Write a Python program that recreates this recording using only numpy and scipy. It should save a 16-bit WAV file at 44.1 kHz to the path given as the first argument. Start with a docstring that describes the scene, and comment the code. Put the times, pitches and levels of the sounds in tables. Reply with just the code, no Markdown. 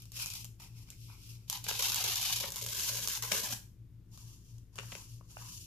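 """Tearing stiff paper by hand

A sheet of stiff paper is held down on a notebook and torn, close to the microphone in a small quiet room.
A first light rip, then the long tear: fibres crackle and snap until the strip comes free and the piece is
handled again. Stick-slip clicks, filtered to the colour of the paper, make the tearing and rubbing;
short noise bursts make snaps, buckles and fingertip taps. Motors hum and throb faintly as sine tones."""
import sys
import numpy as np
from scipy import signal
from scipy.fft import rfft, irfft
from scipy.io import wavfile
from scipy.ndimage import uniform_filter1d

SR = 44100
rng = np.random.default_rng(int(sys.argv[2]) if len(sys.argv) > 2 else 0)


def wrap_up_sound(samples):
    """Save the sound to the file named by the first command line argument, as 16-bit audio."""
    columns = np.atleast_2d(samples).T
    # keep every value between -1 and 1, then stretch to whole-number steps
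    tamed = np.clip(columns, -1, 1)
    steps = np.round(tamed * 32767).astype(np.int16)
    wavfile.write(sys.argv[1], SR, steps)


N = 249606
TIME = np.arange(N) / SR
TURN_S = 2.5   # from here on the strip hangs low and the paper rings differently

# sharp snaps of fibre bundles and creases, levels before lean and room: start_s, peak_db
SNAPS = [(.021, -41), (.055, -43), (.119, -34), (.19, -29), (.198, -29), (.26, -25), (.267, -30),
         (.302, -28), (.336, -30), (.352, -33), (.445, -33), (.452, -35), (.5995, -42), (.62, -43),
         (.9033, -33), (1.4989, -14), (1.5274, -23), (1.6417, -31), (1.6851, -23), (1.792, -22),
         (1.8238, -17), (1.8846, -21), (1.92, -19), (1.9445, -19), (1.9594, -20), (2.0403, -19),
         (2.157, -19), (2.2139, -21), (2.3604, -23), (2.401, -25), (2.5042, -27), (2.5207, -25),
         (2.5596, -21), (2.6135, -30), (2.6633, -23), (3.0744, -20), (3.0844, -20), (3.2241, -24),
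         (3.3174, -18), (4.175, -45), (4.582, -50), (4.757, -42)]
# relative spectrum of a snap: frequency_hz, density_db (per Hz)
SNAP_COLOUR = [(200, -44), (600, -15), (1200, -8.5), (1900, -21.5), (2700, -7.5), (5300, -1.5), (7200, 2),
               (8500, -6.5), (12000, -2), (15000, -5.5)]


def amp(db):
    """Decibels to gain."""
    return 10 ** (np.asarray(db) / 20)


def rms_one(x):
    """Scale so that the centre of the stereo image has rms 1."""
    centre = np.atleast_2d(x).mean(axis=0)
    return x / np.sqrt(np.mean(centre ** 2) + 1e-20)


def at_hz(points, hz):
    """Read a table on a log-frequency axis."""
    f, value = np.transpose(points)
    return np.interp(np.log(np.maximum(hz, 1)), np.log(f), value)


def drift(rate):
    """Random wander of rms 1, in straight lines between `rate` random knots per second."""
    knots = rng.standard_normal(N // 20)
    return rms_one(np.interp(TIME * rate, np.arange(len(knots)), knots))


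def cut(x, hz, kind, order=4):
    """Butterworth filter."""
    return signal.sosfilt(signal.butter(order, hz, kind, fs=SR, output="sos"), x + 1e-18)


def pan(x, left_db):
    """Lean a sound to the left by a level difference between the ears."""
    return x * amp([[left_db / 2], [-left_db / 2]])


def fading(kicks, fade_s):
    """Each kick jumps up at once and fades exponentially."""
    return signal.lfilter([1], [1, -np.exp(-1 / (fade_s * SR))], kicks + 1e-18)


def colour(x, spectrum, size=4096):
    """Causal filter with the given spectrum; the two ears agree in the bass and part in the treble."""
    # how alike left and right are: frequency_hz, likeness (1 = identical)
    likeness = [(100, 0.94), (400, 0.73), (1000, 0.68), (2500, 0.45), (4500, 0.1), (14000, 0.049)]
    hz = np.arange(size // 2 + 1) * SR / size
    # folding the cepstrum gives the minimum-phase response
    cepstrum = irfft(np.log(amp(at_hz(spectrum, hz))))
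    cepstrum[1:size // 2] *= 2
    cepstrum[size // 2 + 1:] = 0
    response = rfft(irfft(np.exp(rfft(cepstrum))))
    alike = at_hz(likeness, hz)
    mid = signal.oaconvolve(x[0] + x[1], irfft(response * np.sqrt(1 + alike)))
    side = signal.oaconvolve(x[0] - x[1], irfft(response * np.sqrt(1 - alike)))
    return np.array([mid + side, mid - side])[:, :x.shape[1]]


def flutter(die_s, crack_s, size=4096):
    """One release of the sheet: a sharp crack, then bending waves that scatter and die (60 dB fall times)."""
    t = np.arange(size) / SR
    shape = amp(-60 * t / crack_s) + amp(-9.5 - 60 * t / die_s)
    waves = rng.standard_normal((2, size)) * shape
    return waves / np.sqrt(np.sum(waves ** 2, axis=1, keepdims=True))


def grains(per_s, spread_db, slips_per_s, slip_db, slip_s, die_s, count=10):
    """Stick and slip: each slip lets go a fading run of clicks; each spot on the sheet rings in its own way."""
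    slips = (rng.random(N) < slips_per_s / SR) * rng.uniform(0, 1, N) ** 2
    strain = np.sqrt(1 + amp(slip_db) ** 2 * fading(slips, slip_s))
    sizes = amp(spread_db * np.minimum(rng.exponential(1, N), 3.5)) * rng.choice([-1, 1], N)
    clicks = sizes * strain * (rng.random(N) < per_s / SR)
    # even out the clicks' power over a short window, so that the gains set the loudness
    clicks = clicks / np.sqrt(uniform_filter1d(clicks ** 2, size=2000) + 1e-6)
    spot = rng.integers(0, count, N)
    out = np.zeros((2, N))
    for k in range(count):
        ring = flutter(die_s, crack_s=0.0011, size=256)
        out += signal.oaconvolve((clicks * (spot == k))[None], ring, axes=1)[:, :N]
    return out


def reflections(x, share, wander):
    """Page, hands and desk reflect the sound; the paths shift a little as the paper bends."""
    # delays of the nearby reflections: delay_s
    delays = [0.001358, 0.0019, .0047]
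    out = x.copy()
    for ear in range(2):
        for delay_s in delays:
            late = TIME - delay_s * np.exp(wander * drift(4))
            out[ear] += share * np.interp(late, TIME, x[ear])
    return out


def hollow(x, gap_s, share, wander):
    """The air gap under the curling sheet opens and closes, so comb notches roam through the low mids."""
    late = TIME - gap_s * np.exp(wander * drift(16))
    return x + share * np.array([np.interp(late, TIME, ear) for ear in x])


def add(out, s, sound, peak_db):
    """Lay a short sound in at time s; its strongest half millisecond sets the level."""
    start = int(s * SR)
    part = sound[:, :N - start]
    peak = 2 * np.sqrt(uniform_filter1d(sound.mean(axis=0) ** 2, size=22).max())
    out[:, start:start + part.shape[1]] += part * amp(peak_db) / peak


def background():
    """Motor tones, a hum that throbs as its close tones beat, and the low rush of the room."""
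    # steady motor tones: pitch_hz, rms_db (before the lean)
    steady = [(36.6, -67.5), (56.6, -62), (158, -74.5), (162, -79.5), (233.6, -77.5)]
    # motor tones close in pitch: pitch_hz, rms_db (before hum_db and the lean)
    beating = [(106.4, -69), (113.11, -59), (116.29, -64), (116.81, -66), (119.95, -63)]
    # relative spectrum of the rush: frequency_hz, density_db (per Hz)
    rush_colour = [(20, -9), (45, -2.5), (70, -17), (90, 4), (130, -9.5), (175, -4), (210, -19),
                   (300, -15.5), (420, -25.5), (650, -40.5), (2000, -42), (7000, -45), (8500, -49),
                   (15000, -41.5)]
    hum_db, crest_s = 2.5, 4.852   # at the crest the beating tones are in step
    tones = sum(amp(db) * np.sin(2 * np.pi * (hz * TIME + rng.random())) for hz, db in steady)
    hum = sum(amp(db + hum_db) * np.sin(2 * np.pi * hz * (TIME - crest_s)) for hz, db in beating)
    rush = amp(-59) * rms_one(colour(rng.standard_normal((2, N)), rush_colour))
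    return np.sqrt(2) * (tones + hum) + rush   # a sine of rms 1 peaks at sqrt(2)


def strokes():
    """Gains of hiss and ring: each stroke gathers strength up to its crest and slackens again."""
    # strokes of light tearing, then of rubbing: crest_s, rise_s, fall_s, hiss_db, ring_db
    rows = [(.02, 0.087, 0.065, -60, -76), (0.198, 0.057, .12, -43, -57.5), (.34, 0.056, 0.088, -45, -63.5),
            (0.613, 0.017, 0.068, -55.5, -64.5), (.77, 0.049, 0.12, -63, -77.5),
            (.9, 0.031, 0.051, -59.5, -66), (1.04, 0.099, 0.12, -61, -110),
            (1.105, 0.022, 0.065, -63.5, -64.5), (1.31, 0.15, 0.065, -58, -77),
            (1.44, .08, 0.066, -72, -83), (4.18, 0.059, 0.074, -59.5, -74.5),
            (4.32, 0.14, 0.071, -61.5, -78.5), (4.501, 0.12, .13, -68, -86.5),
            (4.779, 0.037, 0.19, -57, -64), (4.95, 0.07, 0.1, -51.5, -63), (5.12, 0.14, 0.082, -62.5, -88),
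            (5.31, 0.023, 0.036, -63, -75), (5.41, 0.057, 0.12, -59, -62), (5.54, 0.2, 0.16, -53, -97)]
    edge_db, roundness = 11.5, 1.88   # drop one rise or fall away from the crest; power of that slope
    power = 0
    for crest, rise, fall, *levels_db in rows:
        away = np.maximum((crest - TIME) / rise, (TIME - crest) / fall)
        shape = amp(-edge_db * np.minimum(np.abs(away), 10) ** roundness)
        power = power + np.outer(amp(levels_db), shape) ** 2
    return np.sqrt(power)


def light_tearing_and_rubbing():
    """Light tearing at first, then paper rubbing: finer, denser catches than the main tear, nearly a hiss."""
    # relative spectra before and after TURN_S: frequency_hz, density_db (per Hz)
    spectra = [
        [(290, -48), (500, -18), (544, -14), (691, -22), (762, -11), (941, -9), (1770, -20), (2450, -1),
         (3840, -7), (5310, -1), (6020, -5), (8560, -8), (12500, -6), (14400, -9)],
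        [(290, -38), (500, -8), (731, -11), (1020, -2), (1460, -14), (1650, -9), (1960, -16), (2780, -2),
         (3890, -8), (4480, -2), (7030, 0), (8090, -7), (9710, -4), (14400, -7)],
    ]
    crinkle_db, crinkle_per_s = 1.43, 71   # the pressure of a stroke is never quite even
    catches = grains(per_s=10000, spread_db=1.5, slips_per_s=47, slip_db=-7.5, slip_s=0.003, die_s=0.0047)
    catches = reflections(catches, share=0.079, wander=0.14) * amp(crinkle_db * drift(crinkle_per_s))
    hiss, ring = strokes()
    out = np.zeros((2, N))
    for stage, spectrum in zip((TIME < TURN_S, TIME >= TURN_S), spectra):
        x = colour(catches, spectrum)
        body = hollow(x, gap_s=0.000817, share=1.0, wander=0.28)
        out += stage * hiss * rms_one(cut(x, 2660, "high"))
        out += stage * ring * rms_one(cut(body, [400, 2100], "band"))
    return out


def snapping():
    """A thick bundle of fibres or a crease gives way at once, and weaker fibres follow in a short run."""
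    run_db, run_fade_s = -14, 0.0053   # start of the run relative to the snap's peak; its fade
    out, kicks = np.zeros((2, N)), np.zeros(N)
    for s, peak_db in SNAPS:
        add(out, s, colour(flutter(die_s=.011, crack_s=.0025), SNAP_COLOUR), peak_db)
        kicks[int(s * SR)] = amp(peak_db + run_db)
    run = grains(per_s=4200, spread_db=6.5, slips_per_s=33, slip_db=-1.0, slip_s=0.0039, die_s=0.0046, count=4)
    return out + fading(kicks, run_fade_s) * rms_one(colour(run, SNAP_COLOUR))


def stalls():
    """A thick bundle holds the paper back for a moment before it snaps: the tearing and rubbing dip."""
    stall_s, stall_db = 0.011, -5.5
    held = np.zeros(N)
    for s, _ in SNAPS:
        held[max(int((s - stall_s) * SR), 0):int(s * SR)] = 1
    return amp(stall_db * uniform_filter1d(held, size=64))


def tapping():
    """Soft fingertips landing on the paper give short dull knocks."""
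    # fingertip landings, levels before lean and room: start_s, peak_db
    taps = [(0.601, -49.5), (0.620, -55), (1.099, -49), (4.176, -52), (4.833, -45), (5.21, -47.5),
            (5.369, -33)]
    # relative spectrum of a tap: frequency_hz, density_db (per Hz)
    tap_colour = [(200, -16), (600, 18.5), (1000, 24), (1400, 16), (2000, 0), (2800, 13.5), (4000, -116),
                  (15000, -71)]
    out = np.zeros((2, N))
    for s, peak_db in taps:
        add(out, s, colour(flutter(die_s=.012, crack_s=.003), tap_colour), peak_db)
    return out


def tugs():
    """Gains of crackle, ring and flapping: each tug bites quickly, slackens and lets go."""
    # tugs that start the main tear and free the strip: start_s, length_s, crackle_db, ring_db, flapping_db
    rows = [(1.475, 0.038, -50, -72, -91), (1.509, 0.056, -43, -53, -76), (1.628, 0.044, -45.5, -62, -71),
            (1.672, 0.042, -33, -45, -61), (3.214, 0.13, -40.5, -50.5, -62.5),
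            (3.302, 0.079, -32.5, -46.5, -51.5), (3.384, 0.085, -39.5, -55.5, -60),
            (3.418, 0.1, -40, -53, -53.5), (3.506, 0.03, -39, -53, -55)]
    attack_s, sag_db_per_s, release_db_per_s = 0.018, 36, 379
    power = 0
    for start, length, *levels_db in rows:
        t = np.maximum(TIME - start, 0)
        fall_db = sag_db_per_s * t + release_db_per_s * np.maximum(t - length, 0)
        shape = np.minimum(t / attack_s, 1) * amp(-fall_db)
        power = power + np.outer(amp(levels_db), shape) ** 2
    return np.sqrt(power)


def pulls():
    """Gains of crackle, ring and flapping through the two long pulls, next to silent outside them."""
    # one list of points per pull, levels before the trim: time_s, crackle_db, ring_db, flapping_db
    both = [
        [(1.74, -51, -68, -76), (1.81, -35, -47, -55.5), (2.08, -37.5, -47.5, -55.5), (2.288, -36, -52, -90),
         (2.312, -37, -46, -96), (2.334, -33.5, -53, -66), (2.428, -44, -58, -57), (2.436, -43.5, -52, -60),
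         (2.5, -48.5, -61, -59)],
        [(2.5, -59, -67, -65), (2.572, -42.5, -52.5, -65), (2.62, -44, -66.5, -59.5), (2.774, -40, -54, -62),
         (2.86, -37.5, -55.5, -55), (3.096, -40.5, -54.5, -57.5), (3.144, -40.5, -52.5, -89),
         (3.172, -37.5, -50, -66), (3.21, -60, -63, -62)],
    ]
    trim_db = [[1], [-0.5], [-2]]   # crackle, ring, flapping
    total = np.zeros((3, N))
    for rows in both:
        s, *columns = np.transpose(rows)
        total += [amp(np.interp(TIME, s, c, left=-140, right=-140)) for c in columns]
    return amp(trim_db) * total


def tearing():
    """The main tear: one stream of fibre breaks crackles directly and shakes the sheet and the loose strip."""
    # relative spectra before and after TURN_S: frequency_hz, density_db (per Hz)
    spectra = [
        [(150, -50), (250, -20), (334, -15), (574, -14), (988, -4), (1390, -11), (1820, -9), (1980, -13),
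         (2430, -2), (3130, -1), (6940, -1), (8370, -9), (12200, -3), (14400, -8)],
        [(150, -46), (250, -16), (536, -4), (594, -12), (779, -16), (988, -4), (1390, -13), (1590, -6),
         (1950, -10), (2830, -4), (3970, -5), (6830, 0), (8510, -6), (14400, -4)],
    ]
    # relative spectrum of the loose strip: frequency_hz, density_db (per Hz)
    strip_colour = [(150, -12.5), (250, -3.5), (480, 1.5), (700, -8)]
    judder_db, judder_per_s = 2.0, 110   # the tear runs through thicker and thinner paper
    breaks = grains(per_s=4200, spread_db=1.5, slips_per_s=200, slip_db=5, slip_s=0.00073, die_s=0.0034, count=14)
    breaks = reflections(breaks, share=0.26, wander=.07) * amp(judder_db * drift(judder_per_s))
    crackle, ring, flap = tugs() + pulls()
    out = np.zeros((2, N))
    for stage, spectrum in zip((TIME < TURN_S, TIME >= TURN_S), spectra):
        x = colour(breaks, spectrum)
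        body = hollow(x, gap_s=0.001078, share=1.0, wander=0.37)
        out += stage * crackle * rms_one(cut(x, 2300, "high"))
        out += stage * ring * pan(rms_one(cut(body, [700, 2100], "band")), left_db=2.5)
    strip = hollow(colour(breaks, strip_colour), gap_s=.0012, share=.9, wander=0.44)
    return out + flap * pan(rms_one(cut(strip, [150, 700], "band")), left_db=3.5)


def buckling():
    """The whole sheet pops into a new shape or jerks free: fuller and duller than a snap."""
    # pops, levels before lean and room: start_s, peak_db, upper_edge_hz
    pops = [(1.666, -30.5, 3500), (1.712, -25, 4000), (2.439, -28.5, 2500), (2.444, -32.5, 2000),
            (3.238, -38, 2500), (3.3167, -22, 7000), (3.32, -17.5, 6470), (4.782, -37, 4100),
            (4.787, -28, 4150), (4.796, -37, 2780), (4.92, -33, 3470), (4.925, -34, 2780),
            (4.952, -30.5, 5170)]
    # relative spectrum of a pop before its upper edge: frequency_hz, density_db (per Hz)
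    pop_colour = [(100, -21), (180, 4), (280, -7.5), (420, 4), (560, 4), (750, -3), (1100, -5), (1900, -2),
                  (2900, 3.5), (3800, -5), (7000, 1.5), (15000, -10.5)]
    out = np.zeros((2, N))
    for s, peak_db, edge_hz in pops:
        pop = colour(flutter(die_s=.04, crack_s=.009), pop_colour)
        add(out, s, cut(pop, edge_hz, "low", order=2), peak_db)
    return out


def room(x, wet_db):
    """Diffuse reflections of a small room: a noise tail that builds up within milliseconds and dies away."""
    # relative spectrum of what the walls send back: frequency_hz, level_db
    wall_colour = [(150, 5.5), (600, -4), (1500, -0.5), (5000, 0.5), (14000, -1)]
    low_t60_s, high_t60_s = 0.32, 0.34   # time to fall by 60 dB
    t = TIME[:SR // 2]
    noise = colour(rng.standard_normal((2, len(t))), wall_colour) * (1 - np.exp(-(t / 0.0051) ** 2))
    low = cut(noise, 3000, "low", order=2) * amp(-60 * t / low_t60_s)
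    high = cut(noise, 6300, "high", order=2) * amp(-60 * t / high_t60_s)
    tail = low - high
    tail /= np.sqrt(np.sum(tail ** 2, axis=1, keepdims=True))
    return x + amp(wet_db) * signal.oaconvolve(x, tail, axes=1)[:, :N]


def scene():
    """Paper close to the microphone in its room, the faint hum further to the left."""
    moving = stalls()
    paper = pan(moving * tearing() + snapping(), left_db=0.9)
    paper += pan(moving * light_tearing_and_rubbing(), left_db=2.0)
    paper += pan(buckling() + tapping(), left_db=3.0)
    return room(paper, wet_db=-7.5) + pan(background(), left_db=4.0)


def record(dry):
    """The top is cut steeply above 14.6 kHz."""
    return signal.sosfilt(signal.ellip(10, .2, 70, 14600, fs=SR, output="sos"), dry)


dry = scene()
out = record(dry)
wrap_up_sound(out)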